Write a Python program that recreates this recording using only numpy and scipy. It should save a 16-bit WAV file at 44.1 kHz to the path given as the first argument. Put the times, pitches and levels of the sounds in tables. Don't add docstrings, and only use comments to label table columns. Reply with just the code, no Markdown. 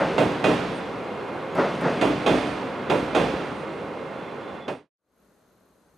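import sys
import numpy as np
from scipy import signal
from scipy.io import wavfile

SR = 44100
rng = np.random.default_rng(int(sys.argv[2]) if len(sys.argv) > 2 else 0)


def generate_wav(signal):
    frames = np.transpose(np.atleast_2d(signal))
    scaled = np.clip(frames, -1, 1) * 32767
    pcm = np.round(scaled).astype(np.int16)
    wavfile.write(sys.argv[1], SR, pcm)


N = 263277
TIME = np.arange(N) / SR
EDGES = np.geomspace(28, 15500, 23)
CENTRES = np.sqrt(EDGES[1:] * EDGES[:-1])

# (time [s], gap to the second axle [s], force [dB], long ring [dB])
BOGIES = [(0.1802, 0.26, -17, -1.5), (2.012, 0.25, -17.5, -0.3), (2.8984, 0.2502, -18, -2),
          (4.680, .252, -18.5, -1.5)]
# (time [s], force [dB], brightness [dB/octave], long ring [dB])
FAR_STRIKES = [(-.038, -20, -0.23, 2.5), (1.55, -18, 0, -1.5), (1.81, -20, -0.5, 2)]
# (frequency [Hz], left minus right [dB])
RIGHT_PAN = [(80, -0.5), (220, 2.5), (600, -5), (1200, -6), (2600, -7), (4500, -2.5), (8000, 0.5),
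             (13000, -2.5)]


def from_db(db):
    return 10 ** (np.asarray(db) / 20)


def unit_rms(x):
    return x / np.sqrt(np.mean(x ** 2) + 1e-20)


def at_hz(points, hz):
    f, value = np.transpose(points)
    return np.interp(np.log(hz), np.log(f), value)


def band_gains(colour):
    gains = from_db(at_hz(colour, CENTRES)) * np.sqrt(np.diff(EDGES))
    return gains / np.linalg.norm(gains)


def pan(left_db):
    gains = from_db(np.array([[.5], [-.5]]) * left_db)
    return gains / np.sqrt(np.mean(gains ** 2, axis=0))


def drift(rate):
    knots = rng.standard_normal(4096)
    return unit_rms(np.interp(TIME * rate, np.arange(len(knots)), knots))


def stereo_noise(alike):
    mid, side = rng.standard_normal((2, N))
    alike = np.clip(alike, 0, .998)
    return np.sqrt((1 + alike) / 2) * mid + np.sqrt((1 - alike) / 2) * side * [[1], [-1]]


def dense_modes(spread):
    # (frequency [Hz], correlation [0-1])
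    likeness = [(60, .99), (250, .95), (600, .92), (1200, .91), (2500, .87), (4500, .72), (8000, .95),
                (13000, .85)]
    correlations = 1 - spread * (1 - at_hz(likeness, CENTRES))
    filters = [signal.butter(2, edge, "band", fs=SR, output="sos") for edge in zip(EDGES, EDGES[1:])]
    return [unit_rms(signal.sosfilt(f, stereo_noise(alike))) for f, alike in zip(filters, correlations)]


def resonate(force, modes):
    out = 0
    for hz, width, db in modes:
        r = np.exp(-np.pi * width / SR)
        gain = from_db(db) * np.sqrt((1 - r * r) / 2)
        feedback = [1, -2 * r * np.cos(2 * np.pi * hz / SR), r * r]
        out = out + gain * signal.lfilter([1, 0, -1], feedback, force + 1e-18)
    return out


def swell(starts, rise_s, t60):
    age = np.maximum(TIME - np.asarray(starts)[:, None], 0)
    return (1 - np.exp(-age / rise_s)) ** 2 * np.exp(-np.minimum(np.log(1e6) * age / t60, 60))


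def blow_power(strikes, colour, swells, extra_db):
    _, force_db, tilt_db, _ = np.transpose(strikes)
    octaves = np.log2(CENTRES / 500)[:, None]
    gains = band_gains(colour)[:, None] * from_db(force_db + extra_db + octaves * tilt_db)
    return gains ** 2 @ swells


def near_strikes():
    first = [(s, db, 0, ring_db) for s, gap, db, ring_db in BOGIES]
    second = [(s + gap, db - .04, .29, ring_db + 3.5) for s, gap, db, ring_db in BOGIES]
    return first + second


def fader(position):
    return np.clip(position, 0, 1) ** 2


def valley(level_db=-61.5):
    # (frequency [Hz], relative density [dB])
    colour = [(30, 1.5), (60, 0), (110, -6), (180, 3.5), (330, 0), (520, 2.5), (730, -8), (1250, -5.5),
              (2000, -18), (3200, -22), (5500, -24.5), (9500, -25), (12500, -26), (14500, -33.5)]
    # (frequency [Hz], width [Hz], relative level [dB])
    hiss_peaks = [(4150, 370, -1), (6370, 145.5, -2)]
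    bands = zip(dense_modes(spread=2.2), band_gains(colour))
    murmur = sum(band * gain * from_db(.5 * drift(rate=9)) for band, gain in bands)
    hiss = from_db(-81) * resonate(stereo_noise(alike=.47), hiss_peaks)
    return pan(left_db=1.5) * (from_db(level_db) * murmur + hiss)


def bush_crickets(level_db=-77.5, strokes_per_s=37, wing_hz=11700, phrase_s=.4, peak_at_s=5.6):
    pace = strokes_per_s * (1 + .22 * drift(rate=25))
    strokes = np.abs(np.sin(np.pi * np.cumsum(pace) / SR)) * from_db(1.3 * drift(rate=22))
    wing = [(wing_hz, 2600, 0)]
    rasp = unit_rms(resonate(resonate(stereo_noise(alike=.53), wing), wing))
    phrase_db = 3 * np.cos(2 * np.pi * (TIME - peak_at_s) / phrase_s)
    return from_db(level_db + phrase_db) * strokes * rasp


def rolling(level_db=-32, recede_from_s=3.36, recede_db_per_s=3, closest_after_s=.24, close_for_s=.25):
    # (frequency [Hz], relative density [dB])
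    colour = [(18, -57), (30, -30.5), (170, -2), (334, -2.5), (422, 1), (469, -0.5), (533, -4),
              (1160, -7.5), (1850, -17.5), (2160, -18), (2340, -19.5), (3540, -27.5), (4590, -43),
              (8780, -66), (14700, -67.5)]
    # (frequency [Hz], width [Hz], relative level [dB])
    modes = [(296.3, 10, 2.5), (432, 17, -3.5), (536, 7, 12), (2126, 32, 2), (2442, 35, -5),
             (2750, 22, -5.5), (3230, 24, -11.5), (3404, 27, -17), (3970, 33, -11), (4230, 30, -15.5)]
    close = sum(np.exp(-.5 * ((TIME - s - closest_after_s) / close_for_s) ** 2) for s, *_ in BOGIES)
    receding_s = np.maximum(TIME - recede_from_s, 0)
    tilt_db = .04 + 2 * close * np.exp(-receding_s)
    bass_db = -.5 + 5 * close
    bearing = .15 + .1 * TIME
    roar = 0
    for band, gain, hz in zip(dense_modes(spread=1.4), band_gains(colour), CENTRES):
        colour_db = tilt_db * np.log2(max(hz / 500, 1)) + bass_db / (1 + (hz / 250) ** 2)
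        flicker_db = .5 * drift(rate=21)
        roar = roar + band * gain * from_db(colour_db + flicker_db) * pan(bearing * at_hz(RIGHT_PAN, hz))
    tones = from_db(-22.5) * pan(-5 * bearing) * resonate(stereo_noise(alike=.87), modes)
    drop_db = close + recede_db_per_s * receding_s
    return from_db(level_db - drop_db) * (roar + tones)


def flanges():
    # (frequency [Hz], width [Hz], relative level [dB])
    shimmer = [(8700, 90, -63), (8910, 90, -62)]
    # (start [s], end [s], frequency [Hz], level [dB])
    squeals = [(1.49, 1.563, 6570, -64), (4.05, 4.75, 3460, -58.5), (4.573, 4.693, 3440, -51)]
    blows = [s for s, *_ in near_strikes() + FAR_STRIKES]
    jolts = np.sqrt(swell(blows, rise_s=.13, t60=1.7).sum(axis=0))
    fits = from_db(4.5 * drift(rate=13))
    out = resonate(jolts * fits * rng.standard_normal(N), shimmer)
    for start, end, hz, db in squeals:
        grip = np.sin(np.pi * np.clip((TIME - start) / (end - start), 0, 1))
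        out += resonate(grip * rng.standard_normal(N), [(hz, hz / 130, db)])
    return out


def long_ring(strikes, rise_s, t60):
    # (frequency [Hz], relative density [dB])
    colour = [(30, -36.5), (55, -5.5), (85, -9), (140, 5), (280, 4.5), (550, 4), (1100, -5), (2700, -9),
              (5000, -22), (7000, -31), (11000, -42.5), (14500, -44.5)]
    starts, _, _, ring_db = np.transpose(strikes)
    return blow_power(strikes, colour, swell(starts, rise_s, t60), ring_db - 7)


def far_joint(air_delay_s=.022):
    # (frequency [Hz], relative density [dB])
    tick_colour = [(100, -7), (400, 3.5), (1200, -3), (3000, -13), (6000, -25), (9000, -26.5), (11300, -20),
                   (14500, -36)]
    # (frequency [Hz], relative density [dB])
    girder_colour = [(30, -57.5), (60, -22.5), (110, -17), (190, 10), (350, 0.5), (550, 9.5), (900, -2),
                     (1500, -1.5), (3000, -25.5), (5500, -34), (10000, -55), (14500, -64)]
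    starts = np.array(FAR_STRIKES)[:, 0]
    tick_bands = (from_db(-33.5) * band_gains(tick_colour)) ** 2
    tick = np.outer(tick_bands, swell(starts, rise_s=.00062, t60=.089).sum(axis=0))
    shudder_bands = (from_db(-21) * band_gains(girder_colour)) ** 2
    shudder = np.outer(shudder_bands, swell(starts, rise_s=.013, t60=.3).sum(axis=0))
    boom_swells = swell(starts + air_delay_s, rise_s=.023, t60=.36)
    boom = blow_power(FAR_STRIKES, girder_colour, boom_swells, extra_db=7)
    power = tick + shudder + boom + long_ring(FAR_STRIKES, rise_s=.046, t60=1.87)
    return pan(left_db=-.3) * sum(band * np.sqrt(p) for band, p in zip(dense_modes(spread=.2), power))


def knocks(hz=300, t60=.024):
    # (time [s], level [dB])
    thuds = [(0.261, -14), (2.106, -15), (3.028, -13), (3.338, -16.5)]
    out = np.zeros(N)
    for s, db in thuds:
        age = np.clip(TIME - s, 0, 1)
        out += from_db(db - 60 * age / t60) * np.sin(2 * np.pi * hz * age)
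    return out


def struck(modes, gain_db, rise_s, waver):
    out, age = np.zeros((2, N)), TIME[:SR]
    for hz, t60, db in modes:
        phase = 2 * np.pi * hz * np.cumsum(1 + waver * drift(rate=70)) / SR
        envelope = (1 - np.exp(-age / rise_s)) * 1000 ** (-age / t60)
        mode = np.zeros(N)
        for s, force_db, _, ring_db in near_strikes():
            at = int(s * SR)
            height = from_db(force_db + ring_db + db + gain_db + rng.normal(0, 2.06))
            mode[at:at + SR] += height * envelope * np.sin(phase[at:at + SR])
        out += pan(at_hz(RIGHT_PAN, hz)) * mode
    return out


def ringing_steel():
    # (frequency [Hz], t60 [s], relative level [dB])
    wheel_modes = [(2110, .25, -9), (2497, .3, -2), (2745, .36, -3), (3195, .36, -10), (3450, .5, -10.5),
                   (3780, .12, -12), (3965, .25, -18), (5672, .5, -26), (6085, .4, -28), (6635, .25, -21),
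                   (8722, .4, -30)]
    # (frequency [Hz], t60 [s], relative level [dB])
    plate_modes = [(56.7, 1, -19), (119.4, 0.5, -10.5), (160.2, 0.56, -6.5), (190, .55, -5.5),
                   (237, 0.61, -4), (258.2, 0.86, -4), (294.4, 1.0, -2), (365, 0.56, -1.5), (425, 0.75, -4),
                   (486, .45, -4.5)]
    wheels = struck(wheel_modes, gain_db=-10, rise_s=.0006, waver=.00553)
    plates = struck(plate_modes, gain_db=-5, rise_s=.038, waver=.015)
    return wheels + plates


def near_joint():
    # (frequency [Hz], relative density [dB])
    crack_colour = [(100, -20), (300, 7), (550, 10), (1000, 0), (1800, -5), (3400, -10.5), (5000, -25.5),
                    (8000, -29.5), (11000, -39), (14500, -44.5)]
    # (frequency [Hz], relative density [dB])
    boom_colour = [(30, -49), (55, -16), (85, -20.5), (130, 0.5), (250, 4.5), (520, 8.5), (900, 0),
                   (1800, -16.5), (3300, -24.5), (5000, -56), (10000, -43.5), (14500, -68)]
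    # (frequency [Hz], relative density [dB])
    sizzle_colour = [(2500, -29.5), (5000, -2.5), (6800, 2.5), (9000, 1.5), (11300, -1.5), (14500, -10)]
    strikes = near_strikes()
    starts = np.array(strikes)[:, 0]
    dip = blow_power(strikes, boom_colour, swell(starts - .022, rise_s=.006, t60=.15), extra_db=-5.5)
    snap = blow_power(strikes, crack_colour, swell(starts, rise_s=.0005, t60=.08), extra_db=1)
    rattle = blow_power(strikes, crack_colour, swell(starts, rise_s=.002, t60=.35), extra_db=-1.5)
    sizzle = blow_power(strikes, sizzle_colour, swell(starts, rise_s=.015, t60=.6), extra_db=-32.5)
    boom = blow_power(strikes, boom_colour, swell(starts, rise_s=.023, t60=.38), extra_db=5)
    tail = long_ring(strikes, rise_s=.03, t60=1.4)
    lows = 1 / (1 + (CENTRES[:, None] / 550) ** 2)
    power = dip * lows + snap * (1 - lows) + rattle + sizzle + boom + tail
    bands = zip(dense_modes(spread=.96), power, CENTRES)
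    return sum(band * np.sqrt(p) * pan(at_hz(RIGHT_PAN, hz)) for band, p, hz in bands)


def scene():
    bridge = near_joint() + far_joint() + ringing_steel() + knocks() + rolling() + flanges()
    at_bank = signal.sosfilt(signal.butter(5, 11900, fs=SR, output="sos"), bridge)
    fade_out = fader((4.901 - TIME) / .34)
    fade_in = fader((TIME - 4.95) / .28)
    return at_bank * fade_out + (valley() + bush_crickets()) * fade_in


def record(dry):
    thinned = signal.sosfilt(signal.butter(6, 46, "high", fs=SR, output="sos"), dry)
    return signal.sosfilt(signal.ellip(10, .1, 80, 14250, fs=SR, output="sos"), thinned)


dry = scene()
out = record(dry)
generate_wav(out)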